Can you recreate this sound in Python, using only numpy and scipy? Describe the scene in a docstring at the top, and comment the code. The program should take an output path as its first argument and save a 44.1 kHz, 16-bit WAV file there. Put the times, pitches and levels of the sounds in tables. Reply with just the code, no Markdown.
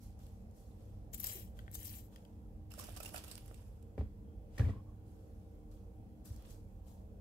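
"""A small room, where a machine hums low throughout. On the left, a trigger bottle sprays a glass top
twice: the mist is turbulent noise, and the lever clacks back after each stroke. On the right, something
crinkly is handled, its folds and panels buckling in snaps and pops. Two knocks then excite the modes
of the furniture, which booms. Clothes rustle faintly by friction, and the walls add a short echo."""
import sys
import numpy as np
from scipy import signal
from scipy.fft import rfft, irfft, next_fast_len
from scipy.io import wavfile
from scipy.ndimage import uniform_filter1d

SR = 44100
rng = np.random.default_rng(int(sys.argv[2]) if len(sys.argv) > 2 else 0)


def digitize_waveform(pressure):
    """Quantize a signal to 16-bit integers and store it at the path in sys.argv[1].

    Rows of a 2-D input are taken as channels; values are limited to [-1, 1].
    """
    field = np.atleast_2d(pressure).T
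    bounded = np.clip(field, -1, 1)
    quanta = np.round(bounded * 32767).astype(np.int16)
    wavfile.write(sys.argv[1], SR, quanta)


N = 317888
TIME = np.arange(N) / SR


def gain_of(db):
    """Amplitude ratio of a level in decibels."""
    return 10 ** (np.asarray(db) / 20)


def unit_rms(x):
    """Normalisation to an rms of 1."""
    return x / np.sqrt(np.mean(x ** 2) + 1e-20)


def curve_at(points, hz):
    """Interpolation on a log-frequency axis."""
    f, value = np.transpose(points)
    return np.interp(np.log(hz + 1), np.log(f + 1), value)


def add(mix, s, sound):
    """Superposition of a sound starting at s seconds."""
    part = mix[round(s * SR):][:len(sound)]
    part += sound[:len(part)]


def coloured_noise(spectrum):
    """Spectral shaping of white noise, at unit rms."""
    size = next_fast_len(N)
    response = gain_of(curve_at(spectrum, np.fft.rfftfreq(size, 1 / SR)))
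    return unit_rms(irfft(rfft(rng.standard_normal(N), size) * response, size)[:N])


def blotches(shape, rows, columns):
    """A random field, correlated by a moving average along both axes."""
    field = uniform_filter1d(rng.standard_normal(shape), size=rows, axis=0)
    return unit_rms(uniform_filter1d(field, size=columns, axis=1))


def mode(hz, t60, rise_s):
    """Damped oscillation with a soft onset; t60 is the time to decay by 60 dB."""
    t60 = max(t60, .004)
    t = TIME[:round(t60 * SR)]
    return gain_of(-60 * t / t60) * (1 - np.exp(-t / rise_s)) * np.sin(2 * np.pi * hz * t)


def taps(rows, rise_s, scrape_s):
    """Forced response of single modes, each driven by a brief scrape of noise."""
    out = np.zeros(N)
    for s, db, hz, t60 in rows:
        scrape = rng.standard_normal(300) * gain_of(-60 * TIME[:300] / scrape_s)
        scrape /= np.linalg.norm(scrape)
        add(out, s, gain_of(db) * signal.fftconvolve(mode(hz, t60, rise_s), scrape))
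    return out


def placed(x, pan_db, lead_s=0):
    """Level and time differences: the left channel is louder by pan_db and earlier by lead_s."""
    return np.array([x * gain_of(pan_db / 2), np.roll(x, round(lead_s * SR)) / gain_of(pan_db / 2)])


def swell(start, rise, hold, fall, db, sag_db=0, depth_db=30):
    """Exponential rise, sag and fall of an envelope, offset to end at zero."""
    corners = start + np.cumsum([0, rise, hold, fall])
    line_db = np.interp(TIME, corners, [-depth_db, 0, -sag_db, -sag_db - depth_db])
    floor = gain_of(-depth_db - max(sag_db, 0))
    return gain_of(db) * np.maximum(gain_of(line_db) - floor, 0) * (TIME > start)


def rubs(rows):
    """Envelope, second-band level and pan of a series of friction strokes."""
    start, rise, _, _, band_db, pan_db = np.transpose(rows)
    level = sum(swell(s, up, 0, down, db) for s, up, down, db, _, _ in rows)
    return level, np.interp(TIME, start + rise, band_db), np.interp(TIME, start + rise, pan_db)


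def grains(per_s, spread_db):
    """Shot noise: an envelope that jumps at random instants and quickly relaxes."""
    jumps = gain_of(spread_db * np.minimum(rng.exponential(1, N), 3)) * (rng.random(N) < per_s / SR)
    return unit_rms(1 + signal.lfilter([1], [1, -np.exp(-1 / (0.00034 * SR))], jumps))


def hiss(level, band_db, pan_db, bursts, main_band, second_band,
         per_s, spread_db, lead_s, coherence, patchy_db, shadow_db):
    """Amplitude-modulated noise in two bands, with bursts, partly coherent between the microphones."""
    main_level = level * grains(per_s, spread_db)
    t, sudden = TIME[:SR // 4], np.zeros(N)
    for s, db, length in bursts:
        attack = np.minimum(t / (.2 * length + .0004), 1)
        add(sudden, s, gain_of(db - 60 * (t / length) ** 2.5) * attack)
    main_level += sudden * grains(per_s=1500, spread_db=3.5)  # each burst is a clump of snaps
    second_level = gain_of(band_db) * (level + 0.44 * sudden)  # smoother, and thin in bursts
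    direct, left, right = (main_level * coloured_noise(main_band)
                           + second_level * coloured_noise(second_band) for _ in range(3))
    scattered = placed(np.ones(N), pan_db) * [left, right]
    pair = coherence * placed(direct, pan_db, lead_s) + np.sqrt(1 - coherence ** 2) * scattered
    hz, _, spectra = signal.stft(pair, SR, nperseg=128)
    shadow = shadow_db * np.log2(hz / 4000 + 0.1)[:, None] / 2  # the housing shades one side's treble
    spectra *= gain_of(patchy_db * blotches(spectra.shape[1:], 5, 6) + np.array([shadow, -shadow]))
    return signal.istft(spectra, SR, nperseg=128)[1][:, :N]


# Background spectrum (frequency [Hz], relative density [dB])
AIR_SPECTRUM = [(88, -57), (150, -28), (179, -0.5), (231, -0.5), (254, -10.5), (303, -7), (376, -13.5),
                (457, -8), (624, -14.5), (774, -18.5), (1310, -32), (3420, -40), (4000, -42),
                (12700, -42.5), (16000, -46.5)]
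# Likeness of the room's sound at the two microphones (frequency [Hz], correlation [ratio])
ROOM_COHERENCE = [(60, -0.11), (180, 0.9), (550, 0.55), (1650, -0.74), (4970, -0.16), (15000, -0.032)]
# Balance of the background (frequency [Hz], left over right [dB])
AIR_PAN = [(60, 2.5), (240, 3), (950, -8), (3770, 2), (15000, -3)]
def room_air(level_db=-62):
    """Partly coherent ambient noise: a low, drifting wash under a thin hiss."""
    hz = np.fft.rfftfreq(1024, 1 / SR)
    drift = blotches((N // 256 + 5, 513), 30, 6).T
    shared, apart = (signal.stft(coloured_noise(AIR_SPECTRUM), nperseg=1024, noverlap=768)[2]
                     for _ in range(2))
    coherence = curve_at(ROOM_COHERENCE, hz)[:, None]
    pan = gain_of(curve_at(AIR_PAN, hz) / 2)[:, None]
    right = coherence * shared + np.sqrt(1 - coherence ** 2) * apart
    spectra = np.array([shared * pan, right / pan]) * gain_of(1.9 * drift[:, :shared.shape[1]])
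    return gain_of(level_db) * unit_rms(signal.istft(spectra, nperseg=1024, noverlap=768)[1][:, :N])


# Swelling and sinking of the rumble (time [s], level [dB])
RUMBLE_LEVEL = [(0.0, -49.5), (0.6, -55.5), (0.92, -51), (1.7, -49.5), (2.11, -56.5), (2.67, -50.5),
                (3.17, -54), (4.73, -50.5), (4.83, -53.5), (6.88, -52.5), (7.2, -53)]
# Rumble spectrum (frequency [Hz], relative density [dB])
RUMBLE_SPECTRUM = [(21, -25.5), (35, 2.5), (102, -1.5), (114, -9), (130, -9.5), (150, -14), (200, -50.5),
                   (330, -120)]
def rumble():
    """Long wavelengths: deep noise reaches both microphones almost in phase."""
    shared, apart = (coloured_noise(RUMBLE_SPECTRUM) for _ in range(2))
    level = gain_of(np.interp(TIME, *np.transpose(RUMBLE_LEVEL)))
    return placed(level * shared, pan_db=-1.5) + 0.17 * level * apart * [[1], [-1]]


# Machine tones (frequency [Hz], bandwidth [Hz], level [dB])
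HUM_PARTIALS = [(101.44, 9.4, -62), (188.8, 6.9, -68), (220.8, 5.4, -72), (304.8, 0.73, -70),
                (458.3, 1.3, -75), (524, 3.9, -81), (586, 3.2, -89.5), (758, 1.8, -85), (788, 3, -82),
                (2560, 35, -102), (3330, 5.4, -102)]
def machine_hum():
    """Line broadening: each steady tone wavers randomly in amplitude and phase."""
    out = np.zeros(N)
    for hz, width, db in HUM_PARTIALS:
        pole = np.exp(-np.pi * width / SR)
        waver = signal.lfilter([1], [1, -pole], [1, 1j] @ rng.standard_normal((2, N)))
        core = 1.41 / (1 + hz / 1500)  # high tones are less steady
        phasor = (core + waver / np.std(waver)) * np.exp(2j * np.pi * hz * TIME)
        out += gain_of(db) * unit_rms(phasor.real)
    return placed(out, pan_db=-0.36)


# Fabric strokes (start [s], rise [s], fall [s], level [dB], relative low band [dB], pan [dB])
SWISHES = [(-.06, 0.091, 0.23, -67, -9.5, -6), (.17, 0.033, 0.56, -71.5, -3.5, -2),
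           (.5, 0.072, 0.53, -72, -11.5, -1), (.74, 0.068, 0.98, -82, -2.5, -2),
           (1.5, 0.072, 0.34, -73, 1, -1), (2.08, 0.046, 0.51, -74, -2, 0),
           (5.03, 0.036, 1.8, -80.5, -7.5, -5), (5.69, 0.028, 0.25, -75, -6, -2.5),
           (6.238, 0.017, 0.16, -60, -11.5, 1.5), (6.22, 0.12, 0.69, -72.5, -5.5, -1),
           (6.44, 0.014, 0.13, -74.5, 4, -3), (6.45, 0.06, 0.12, -64, -7.5, -0.5),
           (6.83, 0.046, 0.28, -70.5, -7.5, 3)]
# Dry ticks in the rustle (time [s], level [dB], duration [s])
CLOTH_TICKS = [(0.191, -65, 0.0079), (0.266, -61, 0.0065), (0.511, -65, 0.0059), (5.713, -70, 0.0076),
               (6.362, -60, 0.0054), (6.422, -62, .006), (6.458, -70, .006)]
# Upper and lower bands of the rustle (frequency [Hz], relative density [dB])
CLOTH_HIGH_BAND = [(2060, -21), (3500, -30), (4030, 0), (7510, 2), (9680, -1), (11400, 2.5), (15300, -3),
                   (16000, -9.5)]
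CLOTH_LOW_BAND = [(760, -12.5), (1300, -10.5), (1610, -12.5), (2120, -17), (3500, -11.5), (4550, -20.5),
                  (7700, -120)]
def clothes():
    """Sliding friction: fabric radiates soft broadband noise as the person moves."""
    return hiss(*rubs(SWISHES), CLOTH_TICKS, CLOTH_HIGH_BAND, CLOTH_LOW_BAND, per_s=92, spread_db=1.5,
                lead_s=.0002, coherence=0.23, patchy_db=2.5, shadow_db=3.0)


# Trigger strokes (start [s], rise [s], hold [s], level [dB], pressure sag over the hold [dB])
SPRAY_STROKES = [(1.116, 0.15, 0.13, -43.5, 8.5), (1.689, 0.044, 0.22, -56, -4.5)]
# Air pockets in the nozzle (time [s], level [dB], duration [s])
NOZZLE_SPITS = [(1.129, -45.5, 0.041), (1.1417, -40.5, 0.025), (1.173, -57, 0.036), (1.1974, -40, 0.022),
                (1.2012, -36, .003), (1.2348, -31, .004), (1.2401, -32.5, 0.016), (1.269, -35, .003),
                (1.271, -43, 0.0093), (1.714, -48, 0.0056), (1.738, -50, 0.0046), (1.743, -44, 0.0094),
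                (1.749, -41, 0.017), (1.79, -52, .005), (1.81, -53, 0.0062), (1.83, -41, 0.0052),
                (1.843, -47, 0.041), (1.862, -53, 0.056), (1.9, -48, 0.0068), (1.949, -65, .006),
                (1.983, -57, 0.012)]
# Upper and lower bands of the mist (frequency [Hz], relative density [dB])
MIST_HIGH_BAND = [(2350, -55), (4000, -20.5), (4860, -14), (5320, -12), (5700, -11), (6000, -8),
                  (6300, -10.5), (6730, -13), (7590, -4), (8510, -11), (9820, -9), (11300, -7), (12300, 0),
                  (13300, -3), (14900, -8.5), (15700, -3)]
MIST_LOW_BAND = [(450, -33), (800, -2), (1200, -5.5), (1390, -8), (1800, -2), (2700, -3.5), (3220, 4.5),
                 (3500, -4), (4000, 2), (5200, -45), (8800, -120)]
# Bubbles bursting in the nozzle (time [s], level [dB], frequency [Hz], t60 [s])
NOZZLE_BUBBLES = [(1.293, -42.5, 4900, 0.028), (1.306, -55, 7000, .012), (1.747, -39.5, 3690, 0.04),
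                  (1.747, -45, 6330, 0.026), (1.753, -33, 6370, 0.016)]
# Thumps of the flexing bottle wall (time [s], level [dB], frequency [Hz], t60 [s])
WALL_FLEXES = [(1.352, -46, 377, 0.053), (1.376, -50, 350, 0.052), (1.397, -51, 353, 0.046)]
def spray(shut_off_s=0.17, pan_db=2.5):
    """Turbulent jet noise: mist hisses onto the glass, while bubbles and the bottle wall ring briefly."""
    level = sum(swell(s, rise, hold, shut_off_s, db, sag) for s, rise, hold, db, sag in SPRAY_STROKES)
    mist = hiss(level, band_db=-14.5, pan_db=pan_db, bursts=NOZZLE_SPITS,
                main_band=MIST_HIGH_BAND, second_band=MIST_LOW_BAND, per_s=300, spread_db=3.0,
                lead_s=.00043, coherence=0.72, patchy_db=3.5, shadow_db=3.5)
    bubbles = taps(NOZZLE_BUBBLES, rise_s=0.0012, scrape_s=0.0028)
    flexes = taps(WALL_FLEXES, rise_s=0.0017, scrape_s=.0003)
    return mist + placed(bubbles, pan_db, lead_s=0.00044) + placed(flexes, pan_db=1.5)


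# Lever impacts (time [s], level [dB], spectral tilt [dB/octave])
LEVER_CLACKS = [(1.1356, -49, -10), (1.59, -43, 6.5), (1.598, -54, 2), (1.664, -53, -1), (1.679, -41.5, -5),
                (2.16, -46, 8), (2.2504, -54.5, 8.5)]
# Lever resonances (frequency [Hz], relative level [dB], t60 [s])
LEVER_MODES = [(615, -7, 0.019), (1520, 0.5, 0.011), (1810, -2, 0.01), (3260, -4, 0.0086),
               (4990, -11, 0.004)]
def trigger():
    """Impact excitation: the plastic lever hits its stop, heard directly and through damped modes."""
    out = np.zeros(N)
    for s, db, tilt_db in LEVER_CLACKS:
        scrape = rng.standard_normal(400) * gain_of(-60 * TIME[:400] / 0.011)
        body = np.zeros(SR // 10)
        for hz, mode_db, t60 in LEVER_MODES:
            add(body, 0, gain_of(mode_db + tilt_db * np.log2(hz / 1500)) * mode(hz, t60, 0.00077))
        add(out, s, gain_of(db - 1.5) * signal.fftconvolve(body, scrape / np.linalg.norm(scrape)))
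        add(out, s, gain_of(db - 17.0 + 1.23 * tilt_db) * scrape)
    return placed(out, pan_db=3.8, lead_s=0.00041)


# Envelope of the crackle (time [s], level [dB])
CRACKLE_LEVEL = [(2.695, -92), (2.71, -66), (2.765, -68), (2.802, -56), (2.915, -63.5), (3.056, -64),
                 (3.124, -64.5), (3.165, -52), (3.214, -65), (3.3, -60.5), (3.42, -70.5), (3.6, -73.5),
                 (3.9, -94)]
# Folds giving way (time [s], level [dB], duration [s])
FOLD_SNAPS = [(2.702, -70, 0.016), (2.718, -51, 0.0045), (2.737, -55, 0.012), (2.757, -65, 0.006),
              (2.774, -67, 0.0046), (2.784, -54, 0.007), (2.789, -46, 0.011), (2.794, -45.5, 0.011),
              (2.805, -53, .02), (2.838, -48.5, .012), (2.866, -54, 0.01), (2.891, -54, 0.006),
              (2.904, -69, 0.0046), (2.962, -50, 0.013), (2.967, -47, 0.025), (3.001, -47, 0.014),
              (3.027, -46.5, 0.026), (3.047, -51, 0.012), (3.056, -43.5, 0.019), (3.075, -53, 0.024),
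              (3.09, -56, .008), (3.14, -46, 0.018), (3.158, -49, 0.013), (3.172, -49, 0.0042),
              (3.177, -46, 0.011), (3.237, -48, 0.011), (3.245, -48, 0.005), (3.278, -54, 0.016),
              (3.312, -48, 0.02), (3.3541, -45, 0.0042), (3.378, -49, 0.0075), (3.456, -61, 0.016),
              (3.478, -62, 0.011), (3.543, -51.5, 0.0081), (3.824, -67, 0.013)]
# Panels buckling (time [s], level [dB], frequency [Hz], t60 [s], relative overtone [dB])
BUCKLING_POPS = [(2.714, -49.5, 2700, 0.014, -22), (2.74, -44.5, 1340, 0.01, -17),
                 (2.779, -44, 573, 0.021, -12), (2.796, -49.5, 520, 0.024, 7.5),
                 (2.888, -37, 655, 0.011, -8), (2.969, -64, 1330, 0.014, -6),
                 (3.006, -48, 2580, 0.025, -20), (3.003, -39, 640, 0.022, -5),
                 (3.06, -37.5, 2740, 0.02, -15), (3.144, -34.5, 687, 0.019, -4.5),
                 (3.153, -52, 1300, 0.014, -10), (3.163, -42, 2580, 0.023, -17),
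                 (3.177, -46, 630, 0.015, -7), (3.24, -50, 505, 0.02, -3), (3.513, -33.5, 574, 0.0045, -5)]
# Upper and lower bands of the crackle (frequency [Hz], relative density [dB])
SHEET_HIGH_BAND = [(1760, -54), (3000, -17), (3970, -14), (5290, -6.5), (6130, -11), (8050, -6.5),
                   (13400, -7), (16000, -13.5)]
SHEET_LOW_BAND = [(290, -3), (500, -3), (650, 0), (839, -3.5), (1450, -5.5), (2110, -9), (2680, -4),
                  (3000, -5), (3900, -9), (6600, -120)]
def crinkling():
    """Buckling: a handled sheet releases elastic energy as crackle, snaps and hollow pops."""
    pops = np.zeros(N)
    for s, db, hz, t60, overtone_db in BUCKLING_POPS:
        overtone = gain_of(overtone_db) * mode(2.07 * hz, t60, 0.0014)
        add(pops, s, gain_of(db) * (mode(hz, t60, 0.00092) + overtone))
    level = gain_of(np.interp(TIME, *np.transpose(CRACKLE_LEVEL), left=-200, right=-200))
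    crackle = hiss(level, band_db=-5, pan_db=-9, bursts=FOLD_SNAPS,
                   main_band=SHEET_HIGH_BAND, second_band=SHEET_LOW_BAND, per_s=270, spread_db=2.5,
                   lead_s=-0.00016, coherence=0.28, patchy_db=2.5, shadow_db=3.5)
    return crackle + placed(pops, pan_db=-12.0, lead_s=-0.00023)


# Blows and rebounds
# (time [s], low boom [dB], middle boom [dB], upper boom [dB], rap [dB], rap tilt [dB/octave])
IMPACTS = [(3.979, -56, -51, -54, -40, -0.5), (3.987, -24.5, -41, -49, -60, 1),
           (4.01, -48, -49, -33.5, -42.5, -2.5), (4.579, -60, -59, -61, -50, 8),
           (4.594, -49, -23, -18, -36.5, 6.5), (4.609, -62, -61, -58, -44.5, -4.5),
           (4.627, -47, -19.5, -40, -50, 1), (4.651, -55, -43, -42, -51, 0),
           (4.663, -55, -35, -26.5, -54.5, -8), (4.692, -43, -36, -31.5, -47, -5.5),
           (4.756, -61, -51, -36.5, -59, -8), (6.301, -40, -39, -39.5, -67, 6)]
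# Three deep, beating modes of the furniture (frequency [Hz], t60 [s])
CARCASS_MODES = [(73, 0.2), (82, 0.16), (101, 0.17)]
# Resonances of the struck panel (frequency [Hz], relative level [dB], t60 [s])
PANEL_MODES = [(213.2, -5, 0.37), (273, -3, 0.12), (432.3, 2, 0.056), (528, 3.5, 0.025), (760, -10, 0.073),
               (1114, -19.5, 0.032), (1320, -11, 0.015), (1890, -10.5, 0.018), (2310, -15.5, 0.019),
               (2950, -27, 0.02)]
# Scuffs of the thing set down (start [s], rise [s], fall [s], level [dB], relative treble [dB], pan [dB])
SCUFF_STROKES = [(3.975, 0.005, 0.15, -52.5, -19.5, 1), (4.42, 0.15, 0.022, -78.5, 12.5, 2),
                 (4.574, 0.01, 0.086, -50.5, 1.5, 1), (4.59, 0.0052, 0.12, -45.5, -12, -1.5),
                 (4.6, 0.056, 0.26, -54, -13.5, 2), (4.66, 0.033, 0.095, -55.5, -16, 0.5)]
# Lower and upper bands of the scuffs (frequency [Hz], relative density [dB])
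SCUFF_LOW_BAND = [(530, 0.5), (900, -10.5), (988, -6.5), (1430, -11.5), (2300, -14), (2700, -18.5),
                  (4000, -25.5), (5200, -28), (8800, -120)]
SCUFF_HIGH_BAND = [(2350, -4.5), (4000, -7.5), (6550, -9), (12800, -14.5), (14800, -16), (16000, -25)]
# Loose parts chattering (time [s], level [dB], frequency [Hz], t60 [s])
LOOSE_PARTS = [(4.58, -46, 1830, 0.026), (4.605, -49, 1740, .03), (4.616, -41, 1700, 0.024),
               (4.63, -53, 2450, .018), (4.643, -50, 1850, .018), (4.651, -51, 2290, .03),
               (4.668, -53, 2080, 0.024), (4.678, -57, 1830, .02), (4.694, -51, 1960, .03),
               (4.703, -55, 1130, 0.031)]
def knocks(boom_lag_s=0.0021):
    """Modal response: each blow raps the panel at once, and the deep carcass modes follow."""
    out = np.zeros(N)
    for s, *booms_db, rap_db, tilt_db in IMPACTS:
        for db, (hz, t60) in zip(booms_db, CARCASS_MODES):
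            add(out, s + boom_lag_s, gain_of(db) * mode(hz, t60, 0.0051))
        for hz, db, t60 in PANEL_MODES:
            add(out, s, gain_of(rap_db + db + tilt_db * np.log2(hz / 700)) * mode(hz, t60, 0.0008))
    scuff = hiss(*rubs(SCUFF_STROKES), [], SCUFF_LOW_BAND, SCUFF_HIGH_BAND, per_s=240, spread_db=-1.5,
                 lead_s=-0.00024, coherence=0.63, patchy_db=1.0, shadow_db=1.5)
    chatter = taps(LOOSE_PARTS, rise_s=.0005, scrape_s=.015)
    return placed(out + chatter, pan_db=.2) + scuff


# Faint tones that swell and fade (start [s], duration [s], frequency [Hz], level [dB])
FAINT_TONES = [(4.238, 0.15, 3200, -86), (4.73, 0.027, 1060, -62), (4.757, 0.063, 1084, -65),
               (4.863, 0.097, 1100, -73)]
def faint_tones():
    """Random amplitude modulation blurs the pitch of short, soft tones."""
    out = np.zeros(N)
    for s, length, hz, db in FAINT_TONES:
        t = TIME[:round(length * SR)]
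        unsteady = .5 + .8 * unit_rms(uniform_filter1d(rng.standard_normal(SR // 2), size=350))[:len(t)]
        arch = np.sin(np.pi * (t / length) ** 0.5)
        add(out, s, gain_of(db) * arch * unsteady * np.sin(2 * np.pi * hz * t))
    return placed(out, pan_db=.5)


# Reverberation time of the room (frequency [Hz], t60 [s])
ROOM_T60 = [(200, 0.38), (1000, 0.1), (5000, 0.27), (15000, 0.04)]
def reverberation(x):
    """Convolution with sparse wall reflections of random sign, each band decaying at its own rate."""
    echoes = np.zeros((2, SR // 2))
    slots = np.arange(200, SR // 2 - 20, 20)
    arrivals = slots + rng.integers(0, 20, (2, len(slots)))
    np.put_along_axis(echoes, arrivals, rng.choice([-1., 1.], arrivals.shape), 1)
    hz, t, (left, apart) = signal.stft(echoes, SR, nperseg=256)
    coherence = np.clip(curve_at(ROOM_COHERENCE, hz), 0, 1)[:, None]  # long waves arrive alike
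    right = coherence * left + np.sqrt(1 - coherence ** 2) * apart
    decay = gain_of(-60 * t / curve_at(ROOM_T60, hz)[:, None])
    tail = signal.istft(np.array([left, right]) * decay, SR, nperseg=256)[1]
    return signal.fftconvolve(x.mean(0)[None], tail / np.linalg.norm(tail[0]), axes=1)[:, :N]


def scene():
    """Superposition of direct sound, its reflections and the room's background."""
    near = spray() + crinkling() + clothes() + faint_tones()
    clacks, thuds = trigger(), knocks()
    thud_echoes = gain_of(-20) * reverberation(thuds)
    echoes = reverberation(gain_of(-7.5) * near + gain_of(-11) * clacks)
    return near + clacks + thuds + echoes + thud_echoes + room_air() + rumble() + machine_hum()


LOW_CUT_HZ, HIGH_CUT_HZ = 36, 15750
def record(dry):
    """Band limiting: the microphones lose the deepest bass, and a low-pass removes the top treble."""
    thin = signal.sosfilt(signal.butter(6, LOW_CUT_HZ, "high", fs=SR, output="sos"), dry)
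    low_pass = signal.firwin(511, HIGH_CUT_HZ, window=("kaiser", 9), fs=SR)
    return signal.oaconvolve(thin, low_pass[None], "same")


dry = scene()
out = record(dry)
digitize_waveform(out)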